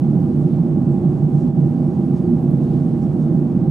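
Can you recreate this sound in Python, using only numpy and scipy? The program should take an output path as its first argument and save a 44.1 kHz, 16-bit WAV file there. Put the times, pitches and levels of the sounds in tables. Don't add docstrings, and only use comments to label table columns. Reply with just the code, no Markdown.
import sys
import numpy as np
from scipy import signal
from scipy.fft import rfft, irfft, next_fast_len
from scipy.io import wavfile
from scipy.ndimage import uniform_filter1d, map_coordinates

SR = 44100
rng = np.random.default_rng(int(sys.argv[2]) if len(sys.argv) > 2 else 0)


def volts(x):
    e = np.asarray(x, float) / 20
    return 10 ** e


def transcribe(signal):
    frames = np.atleast_2d(signal).T
    limited = np.clip(frames, -1, 1)
    pcm = np.round(limited * 32767).astype(np.int16)
    wavfile.write(sys.argv[1], SR, pcm)


N = 163170

# (frequency [Hz], width [Hz], relative peak level [dB])
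PANEL_RESONANCES = [(144.9, 13.8, 0.5), (169.5, 24, -4.5), (194.5, 37, -9.5), (237, 45, -7),
                    (292.4, 26, -14), (321.4, 22, -14.5), (347.1, 25.2, -9.5), (471.4, 90, -29),
                    (610, 110, -33), (768, 46, -33.5), (802.5, 24, -28.5)]
# (frequency [Hz], relative density [dB per Hz])
ROAR_FLOOR = [(20, -47.5), (50, -40.5), (100, -18), (200, -17.5), (380, -38), (700, -39.5), (850, -42.5),
              (1200, -49.5), (2000, -63), (3500, -80.5), (5000, -120)]
# (frequency [Hz], correlation [1])
ROAR_LIKENESS = [(30, 0.98), (70, 0.81), (130, 1), (300, 0.96), (600, 1), (900, .88), (1300, .7),
                 (2200, .4)]
# (frequency [Hz], left minus right [dB])
ROAR_BALANCE = [(30, -3), (100, -3), (160, -4), (450, -3), (780, -7), (1300, -3), (2200, -1.5)]
# (frequency [Hz], lead of left over right [rad])
ROAR_PHASE = [(30, -.6), (70, -0.54), (150, 0.01), (430, -.4), (780, 0.39), (1120, -0.00093), (1800, .6),
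              (3300, -0.1)]
# (frequency [Hz], relative density [dB per Hz])
VENT_SPECTRUM = [(800, -120), (1500, -8), (2500, -1), (4000, -5), (6000, -9), (9000, -9), (11000, -14),
                 (13000, -18.5), (15500, -23.5), (17000, -38.5)]
# (frequency [Hz], correlation [1])
VENT_LIKENESS = [(2000, .4), (3300, .55), (5000, .82), (6000, .93), (7600, .95), (8600, .8), (11000, .78),
                 (15000, .6)]
# (frequency [Hz], left minus right [dB])
VENT_BALANCE = [(2000, -1), (4000, -.4), (9000, 0), (15000, .2)]
# (frequency [Hz], lead of left over right [rad])
VENT_PHASE = [(2000, .3), (3400, 0.31), (5000, .05)]
# (time [s], level [dB])
VENT_LEVEL = [(0, -62.5), (.5, -62), (.8, -63.5), (1.2, -62), (1.42, -61.5), (1.7, -62.5), (2.1, -62),
              (2.4, -62.5), (2.75, -61), (3.1, -62), (3.7, -64.5)]
# (time of peak [s], length [s], centre frequency [Hz], width [octaves], level [dB])
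RUSTLE_EVENTS = [(.22, .06, 11000, .5, -72), (.42, .06, 7500, .4, -69), (.53, .08, 3000, .6, -65),
                 (.92, .07, 7800, .2, -69), (1.4, .12, 6000, .6, -66), (1.95, .06, 5000, .8, -68),
                 (2.17, .05, 4800, .9, -61), (2.512, .018, 11500, .35, -65), (2.64, .025, 7000, .8, -63),
                 (2.72, .22, 3600, .6, -67), (3.03, .03, 6500, .6, -65), (3.22, .07, 5500, .9, -66)]
# (time [s], half length [s], depth [dB])
LEVEL_DIPS = [(1.27, .02, 2), (1.53, .03, 5)]
# (time [s], length [s], frequency [Hz], level [dB])
PING_EVENTS = [(1.77, .09, 4620, -76), (2.21, .07, 4620, -78), (2.63, .04, 11000, -74),
               (3.03, .03, 5600, -71), (3.2, .07, 3650, -73), (3.34, .08, 4620, -75)]
# (time [s], frequency [Hz], level [dB])
SQUEAK_COURSE = [(2.385, 12600, -95), (2.41, 13200, -74), (2.45, 13400, -76), (2.478, 14200, -79),
                 (2.51, 13500, -80), (2.53, 13700, -98), (2.57, 14000, -80), (2.6, 14300, -86),
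                 (2.63, 14000, -98), (2.67, 14150, -79), (2.69, 13700, -83), (2.715, 13700, -79),
                 (2.735, 12600, -80), (2.77, 12300, -88)]


def unit(x):
    return x / np.sqrt(np.mean(x ** 2) + 1e-20)


def along(points, hz):
    f, v = np.transpose(points)
    return np.interp(np.log(hz + 1), np.log(f + 1), v)


def curves(rows):
    s, *columns = np.transpose(rows)
    return [np.interp(np.arange(N) / SR, s, column) for column in columns]


def bump(s, half):
    return np.exp(-((np.arange(N) / SR - s) / half) ** 2)


def filtered(x, response):
    size = next_fast_len(N + SR // 2)
    spectrum = rfft(x, size) * response(np.fft.rfftfreq(size, 1 / SR))
    return irfft(spectrum, size)[..., :N]


def rush(gain, likeness, balance, phase, patchy_db):
    noise = signal.stft(rng.standard_normal((2, N)), nperseg=512)[2]
    patches = uniform_filter1d(rng.standard_normal(noise.shape[1:]), size=8, axis=0)
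    patches = unit(uniform_filter1d(patches, size=10, axis=1))
    pair = signal.istft(noise * volts(patchy_db * patches), nperseg=512)[1][:, :N]

    def mid_side(hz):
        angle = np.arccos(np.clip(along(likeness, hz), -1, 1)) / 2
        return gain(hz) * [np.cos(angle), np.sin(angle)]

    def left_right(hz):
        tilt = volts(along(balance, hz) / 2) * np.exp(.5j * along(phase, hz))
        return np.array([tilt, 1 / tilt])

    mid, side = filtered(pair, mid_side)
    return unit(filtered(np.array([mid + side, mid - side]), left_right))


def roar():
    level_db, sway_db, patchy_db = -15.5, .3, .3
    skirt = 1.653

    def wall(f):
        power = volts(along(ROAR_FLOOR, f)) ** 2
        for hz, width, db in PANEL_RESONANCES:
            power = power + volts(db) ** 2 / (1 + (2 * (f - hz) / width) ** 2) ** skirt
        return np.sqrt(power)

    sway = map_coordinates(rng.standard_normal(N // SR * 2 + 6), [np.arange(N) * 2 / SR])
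    noise = rush(wall, ROAR_LIKENESS, ROAR_BALANCE, ROAR_PHASE, patchy_db)
    return volts(level_db + sway_db * sway) * noise


def vents():
    level_db, = curves(VENT_LEVEL)
    hiss = rush(lambda f: volts(along(VENT_SPECTRUM, f)), VENT_LIKENESS, VENT_BALANCE, VENT_PHASE, patchy_db=.7)
    return volts(level_db) * hiss


def rustles():
    out = np.zeros(N)
    for s, length, centre, octaves, db in RUSTLE_EVENTS:
        grit = rng.standard_normal(N) * rng.exponential(size=N)
        band = lambda f: np.exp(-(np.log2((f + 1) / centre) / octaves) ** 2)
        out += volts(db) * bump(s, length / 2) * unit(filtered(grit, band))
    return out


def level_dips():
    depth_db = sum(depth * bump(s, half) for s, half, depth in LEVEL_DIPS)
    return volts(-depth_db)


def pings():
    t = np.arange(N) / SR
    out = np.zeros(N)
    for s, length, hz, db in PING_EVENTS:
        tone = np.sqrt(2) * np.sin(2 * np.pi * hz * t)
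        out += volts(db) * bump(s + length / 2, length / 2) * tone
    return out


def squeak():
    hz, db = curves(SQUEAK_COURSE)
    start, end = SQUEAK_COURSE[0][0], SQUEAK_COURSE[-1][0]
    sounding = np.abs(np.arange(N) / SR - (start + end) / 2) < (end - start) / 2
    tone = np.sqrt(2) * np.sin(2 * np.pi * np.cumsum(hz) / SR)
    return sounding * volts(db) * tone


def scene():
    return roar() + vents() + rustles() + pings() + squeak()


def band_limit(x):
    return signal.sosfilt(signal.butter(12, 15710, fs=SR, output="sos"), x)


def record(dry):
    mix = dry * level_dips()
    return band_limit(mix)


dry = scene()
out = record(dry)
transcribe(out)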